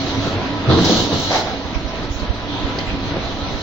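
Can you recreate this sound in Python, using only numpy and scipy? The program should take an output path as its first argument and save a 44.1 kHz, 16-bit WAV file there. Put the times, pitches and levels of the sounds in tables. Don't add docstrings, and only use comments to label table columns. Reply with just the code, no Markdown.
import sys
import numpy as np
from scipy import signal
from scipy.fft import rfft, irfft, dct, next_fast_len
from scipy.io import wavfile
from scipy.ndimage import uniform_filter1d, map_coordinates

SR = 44100
rng = np.random.default_rng(int(sys.argv[2]) if len(sys.argv) > 2 else 0)


def unload_wav(signal):
    wavfile.write(
        sys.argv[1],
        SR,
        np.round(np.clip(np.atleast_2d(signal).T, -1, 1) * 32767).astype(np.int16),
    )


def gain_from_db(level_db):
    decades = np.asarray(level_db, float) / 20
    return 10 ** decades


N = 159642
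T = np.arange(N) / SR


def unit(x):
    return x / np.sqrt(np.mean(x ** 2) + 1e-20)


def along(points, hz):
    f, v = np.transpose(points)
    return np.interp(np.log(hz + 1), np.log(f + 1), v)


def fader(rows, outside_db=None):
    s, db = np.transpose(rows)
    return gain_from_db(np.interp(T, s, db, outside_db, outside_db))


def wobble(rate):
    knots = rng.standard_normal(int(N * 40 / SR) + 4)
    return map_coordinates(knots, [T * np.clip(rate, .1, 39)])


def filtered(x, response):
    m = next_fast_len(N + SR // 2)
    hz = np.fft.rfftfreq(m, 1 / SR)
    return irfft(rfft(x, m) * response(hz), m)[..., :N]


def resonant(peaks):
    def response(f):
        total = 0
        for k, (centre, width, db) in enumerate(peaks):
            damping = 1j * f * width
            total = total + (-1) ** k * gain_from_db(db) * damping / (centre * centre - f * f + damping)
        return total
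    return response


def grit(grainy_db, patchy_db):
    grains = gain_from_db(grainy_db * unit(uniform_filter1d(rng.standard_normal(N), size=90)))
    z = signal.stft(rng.standard_normal((2, N)) * grains, nperseg=512)[2]
    field = uniform_filter1d(rng.standard_normal(z.shape[1:]), size=5, axis=0)
    field = uniform_filter1d(field, size=10, axis=1)
    return signal.istft(z * gain_from_db(patchy_db * unit(field)), nperseg=512)[1][:, :N]


# time_s, level_db
BELT_LOAD = [(0, -29.5), (.3, -29.5), (.66, -28), (1., -30), (1.45, -33), (1.7, -33.5), (2.4, -34.5),
             (2.55, -31), (2.9, -31), (3.05, -31.5), (3.62, -32.5)]
# pitch_hz, density_db_per_hz
RUMBLE_COLOUR = [(50, -12.5), (250, -9.5), (450, -15.5), (640, -14.5), (1260, -21), (2450, -24.5),
                 (3650, -26.5), (5500, -36), (7200, -45), (9000, -57.5)]
# pitch_hz, level_db, unsteadiness_hz
MOTOR_HUM = [(99.4, -36.5, 7), (282, -35, 8.79), (472, -50, 25), (653, -44.5, 5), (979, -43, 24),
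             (1303, -46, 20)]


def belts():
    rumble = unit(filtered(grit(grainy_db=.8, patchy_db=1.2), lambda hz: gain_from_db(along(RUMBLE_COLOUR, hz))))
    hum = np.zeros((2, N))
    for hz, db, unsteadiness in MOTOR_HUM:
        swell = gain_from_db(db + 3.5 + 4.24 * wobble(14))
        drift = unsteadiness * np.array([wobble(30), wobble(25)])
        hum += swell * np.sin(2 * np.pi * np.cumsum(hz + drift, axis=1) / SR)
    load = fader(BELT_LOAD)
    return load * gain_from_db(5.5 + 1.4 * wobble(12)) * rumble + (load / load.mean()) ** 1.5 * hum


# time_s, level_db
AIR_FLOW = [(0, -31.5), (.28, -32.5), (.36, -42), (.67, -40), (.76, -33.5), (.83, -27), (.9, -21),
            (1., -22.5), (1.09, -29), (1.28, -27), (1.36, -25.5), (1.43, -33), (1.7, -40.5), (2.45, -41.5),
            (2.52, -40), (2.7, -39), (3.62, -36)]
# pitch_hz, density_db_per_hz
JET_COLOUR = [(1500, -44), (2500, -18), (2900, -3), (3500, -1), (4100, -1), (4800, -7), (6300, -8),
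              (7300, -20.5), (9000, -23.5)]
# pitch_hz, width_hz, level_db
PORT_WHISTLE = [(3925, 57, -10), (4014, 6.7, -1.5), (4200, 30, -5)]
# pitch_hz, density_db_per_hz
FIZZ_COLOUR = [(3500, -35), (4600, 6), (5600, 4.5), (6800, 3), (8000, -22), (9500, -28)]
FIZZ_DB, FIZZ_GROWTH = -26, 1.8


def air():
    def colour(hz):
        return gain_from_db(along(JET_COLOUR, hz)) * (1 + gain_from_db(11.0) * np.abs(resonant(PORT_WHISTLE)(hz)))

    flow = fader(AIR_FLOW)
    fizz = unit(filtered(grit(grainy_db=1.2, patchy_db=2.5), lambda hz: gain_from_db(along(FIZZ_COLOUR, hz))))
    fizz = gain_from_db(FIZZ_DB) * (flow / flow.max()) ** FIZZ_GROWTH * fizz
    hiss = unit(filtered(grit(grainy_db=0.36, patchy_db=1.13), colour))
    return flow * gain_from_db(1.5 + 1.2 * wobble(20)) * hiss + fizz


# time_s, level_db
DRAUGHT_FLOW = [(0, -55.5), (1.3, -38.5), (1.9, -36.5), (3.62, -33.5)]
# pitch_hz, level_db
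DRAUGHT_TONE = [(12, -38.5), (28, 0), (50, 4.5), (100, -25), (200, -26.5), (400, -56.5)]
# centre_s, left_db, right_db, pitch_hz
AIR_PUFFS = [(1.58, -48, -23, 55), (1.652, -40, -20.5, 54.6), (1.766, -42, -8, 49.5),
             (1.856, -33.5, -13, 51), (1.981, -28, -40, 90), (2.111, -17, -12, 55),
             (2.165, -39.5, -14.5, 55), (2.227, -44, -11.5, 60.7), (2.305, -28, -5.5, 54),
             (2.651, -33, -10.5, 48.5), (2.758, -42, -28, 54.4), (2.888, -26, -16.5, 50),
             (2.938, -24, -15, 55.5), (3.158, -28, -29, 55), (3.256, -36, -16, 52.5), (3.428, -24, -15, 63),
             (3.477, -20, -41, 74.5), (3.551, -36, -14.5, 50.6)]
PUFF_CYCLES = 1.08


def puffs():
    lumps = gain_from_db(1.4 * np.array([wobble(18), wobble(15)]))
    draught = filtered(rng.standard_normal((2, N)), lambda hz: gain_from_db(along(DRAUGHT_TONE, hz)))
    out = fader(DRAUGHT_FLOW) * gain_from_db([[-2.5], [2.5]]) * unit(lumps * draught)
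    for s, left_db, right_db, hz in AIR_PUFFS:
        cycles = (T - s) * hz
        swing = np.exp(-(2 * cycles / PUFF_CYCLES) ** 2) * np.sin(2 * np.pi * (cycles + rng.random()))
        out += gain_from_db([[left_db], [right_db]]) * swing
    return out


# time_s, level_db
SHUDDER = [(.672, -47), (.7, -11), (.74, -10.5), (.83, -19.5), (.9, -18), (1.03, -20.5), (1.09, -27),
           (1.13, -17), (1.25, -38.5)]
# pitch_hz, density_db_per_hz
BOX_COLOUR = [(40, -45.5), (90, -15.5), (180, -5), (330, -5.5), (500, -13.5), (1100, -18), (1600, -24.5),
              (3000, -42)]
# pitch_hz, width_hz, level_db
BOX_PANELS = [(155, 35, -0.5), (227, 40, -2.5), (277, 17, 0), (328, 62, 4.5), (497, 88, 8),
              (583, 51, -26.5)]
# start_s, level_db, hardness
BOX_KNOCKS = [(0.27, -21, 1.8), (0.72, -17.5, 0.35), (0.786, -13.5, 0.62), (0.854, -16.5, 0.6),
              (0.895, -11.5, 3.6), (0.988, -35, 1.5), (1.047, -25, 1.7), (1.118, -19.5, 0.79),
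              (.686, -17.5, 1.6), (1.3, -20, 0.4), (2.78, -24, 2.9), (3.117, -24.5, 1.5), (3.141, -27, 1.2),
              (3.167, -23, 1.1)]


def box():
    def colour(hz):
        return gain_from_db(along(BOX_COLOUR, hz)) * (1 + 0.39 * np.abs(resonant(BOX_PANELS)(hz)))

    noise = unit(filtered(grit(grainy_db=0.0, patchy_db=-1.5), colour))
    shudder = fader(SHUDDER, -120) * gain_from_db(-3.5 + 2.8 * wobble(35)) * noise
    blows = np.zeros((2, N))
    for s, db, hardness in BOX_KNOCKS:
        u = np.clip(T - s, 0, .2) * 600 * hardness
        blows += gain_from_db(db) * u * np.exp(-u) * (1 + 0.64 * rng.standard_normal((2, N)))
    return shudder + gain_from_db(22.0) * filtered(blows, resonant(BOX_PANELS + FLAP_BODY[1:4]))


# start_s, level_db, swell_s, pitch_hz
PANEL_BOOMS = [(0.67, -10, 0.031, 128), (0.683, -14.5, 0.051, 85), (0.78, -18, .03, 180),
               (.755, -17.5, 0.039, 120), (0.64, -24.5, 0.035, 110), (0.88, -17, 0.041, 225),
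               (.69, -21.5, 0.044, 285), (.76, -20.5, 0.032, 290), (.71, -20, 0.051, 460),
               (1.11, -21, 0.03, 86), (1.116, -24.5, .03, 144.6)]


def boom():
    out = np.zeros((2, N))
    for s, db, swell, hz in PANEL_BOOMS:
        u = np.clip((T - s) / swell, 0, 30)
        out[0] += gain_from_db(db) * u * np.exp((1 - u ** 2) / 2) * np.sin(2 * np.pi * hz * (T - s))
    return out


# start_s, level_db, pitch_hz, length_s
SMALL_CLACKS = [(0.689, -19, 3800, 0.078), (0.845, -18, 4830, 0.017), (1.299, -26, 5020, 0.091),
                (1.74, -25.5, 2380, 0.022), (2.028, -35, 4470, 0.035), (2.105, -38, 6010, 0.07),
                (2.189, -32.5, 4100, 0.023), (2.47, -29, 3400, 0.17), (2.785, -23.5, 4500, 0.007),
                (2.79, -28.5, 2900, .02), (1.739, -35.5, 5460, 0.03), (1.875, -37.5, 5140, 0.026)]


def clacks():
    out = np.zeros((2, N))
    for s, db, hz, length in SMALL_CLACKS:
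        u = np.clip((T - s) / length, 0, 30)
        burst = rng.standard_normal((2, N)) * (1 - np.exp(-3.5 * u)) * np.exp(-1.4 * u)
        body = resonant([(hz, .35 * hz, 0)])
        out += gain_from_db(db + 17.5) * filtered(burst, lambda f: body(f) ** 2)
    return out


# time_s, level_db
FLAP_PRESSURE = [(1.285, -38), (1.31, -16), (1.37, -12.5), (1.42, -21.5), (1.45, -36), (1.48, -23),
                 (1.55, -40), (1.65, -49)]
# pitch_hz, width_hz, level_db
FLAP_BODY = [(377, 230, -3.5), (689, 136, 4.5), (843, 127, 3.5), (1433, 470, -4.5), (1525, 156, -0.5),
             (1986, 360, -10), (3680, 1300, -18.5)]
# time_s, level_db
RAIL_PRESSURE = [(2.76, -61.5), (2.79, -30.5), (2.84, -39.5), (2.9, -27), (2.96, -44), (3.0, -74.5)]
# pitch_hz, width_hz, level_db
RAIL_BODY = [(1400, 800, -5), (2010, 510, 4), (2900, 800, 1)]


def scrape():
    flap = unit(filtered(grit(grainy_db=-2.2, patchy_db=-1.0), resonant(FLAP_BODY)))
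    rail = unit(filtered(grit(grainy_db=2.2, patchy_db=5.5), resonant(RAIL_BODY)))
    return fader(FLAP_PRESSURE, -120) * gain_from_db(-4.5) * flap + fader(RAIL_PRESSURE, -120) * rail


# pitch_hz, t60_s
HALL_DECAY = [(100, 1), (1000, 0.94), (6000, 0.16)]


def hall(x):
    hz, t, z = signal.stft(rng.standard_normal((2, SR // 2)), SR, nperseg=256)
    tail = signal.istft(z * gain_from_db(-60 * t / along(HALL_DECAY, hz)[:, None]), SR, nperseg=256)[1]
    late = np.pad(x[0], (500, 0))[None]
    return signal.fftconvolve(late, tail / np.linalg.norm(tail[0]), axes=1)[:, :N]


# pitch_hz, correlation
PORT_LIKENESS = [(60, 1), (200, 0.9), (700, 0.92), (1400, 0.4), (2800, 0.21), (6000, 0.16)]
# pitch_hz, level_db
LEFT_LOUDER = [(60, -1), (700, -2.5), (1400, 0), (2800, -3), (5000, -0.2)]
# pitch_hz, phase_rad
LEFT_LEAD = [(100, 0.5), (1300, -0.03), (2000, 1.5), (2700, 3.5), (3900, 7.5), (5000, 6), (7000, 5)]


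def ports(pair):
    def spread(hz):
        turn = np.arccos(np.clip(along(PORT_LIKENESS, hz), 0, 1)) / 2
        return np.array([np.cos(turn), np.sin(turn)])

    def tilt(hz):
        left = gain_from_db(along(LEFT_LOUDER, hz) / 2) * np.exp(1j * along(LEFT_LEAD, hz) / 2)
        return np.array([left, 1 / left])

    mid, side = filtered(pair, spread)
    return filtered(np.array([mid + side, mid - side]), tilt)


def scene():
    events = box() + scrape() + clacks()
    return ports(belts() + air() + boom() + events + gain_from_db(-9.5) * hall(events)) + puffs()


# pitch_hz, level_db
WEAKEST_KEPT = [(2000, -70), (3500, -55), (5000, -52), (6200, -49.5), (7000, -45), (8200, -40), (8600, -5)]
STEP_FOLLOWS = .66


def starved(x):
    n = 2048
    window = np.sin(np.pi * (np.arange(2 * n) + .5) / (2 * n))
    padded = np.pad(x, [(0, 0), (n, 2 * n - N % n)]).reshape(2, -1, n)
    frames = np.concatenate([padded[:, :-1], padded[:, 1:]], axis=2) * window
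    a, b, c, d = np.split(frames, 4, axis=2)
    z = dct(np.concatenate([-c[..., ::-1] - d, a - b[..., ::-1]], axis=2), type=4, norm="ortho")
    loud = np.sqrt(np.sum(z ** 2, axis=(0, 2)))[:, None] + 1e-9
    step = gain_from_db(along(WEAKEST_KEPT, np.arange(n) * SR / (2 * n)))
    step = step * loud ** STEP_FOLLOWS * loud.mean() ** (1 - STEP_FOLLOWS)
    frame_db = 1.8 * rng.standard_normal(loud.shape)
    band_db = 4.5 * np.repeat(rng.standard_normal((len(loud), n // 32)), 32, axis=1)
    step = step * gain_from_db(frame_db + band_db)
    p, q = np.split(dct(z * (np.abs(z) > step), type=4, norm="ortho"), 2, axis=2)
    frames = np.concatenate([q, -q[..., ::-1], -p[..., ::-1], -p], axis=2) * window
    head, tail = np.split(frames, 2, axis=2)
    return (tail[:, :-1] + head[:, 1:]).reshape(2, -1)[:, :N]


# pitch_hz, level_db
MIRROR_IMAGE = [(13000, -30), (15000, -11), (15800, -12)]


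def mirrored(x):
    def band(hz):
        return gain_from_db(along(MIRROR_IMAGE, hz)) * (hz < 15790) * (hz > 12000)

    return filtered(x * (-1.) ** np.arange(N), band)


def low_pass(x):
    return signal.sosfilt(signal.butter(12, 17070, fs=SR, output="sos"), x)


def record(dry):
    ceiling = 0.96
    x = starved(dry / (1 + np.abs(dry / ceiling) ** 4) ** (1 / 4))
    return low_pass(x + mirrored(x))


dry = scene()
out = record(dry)
unload_wav(out)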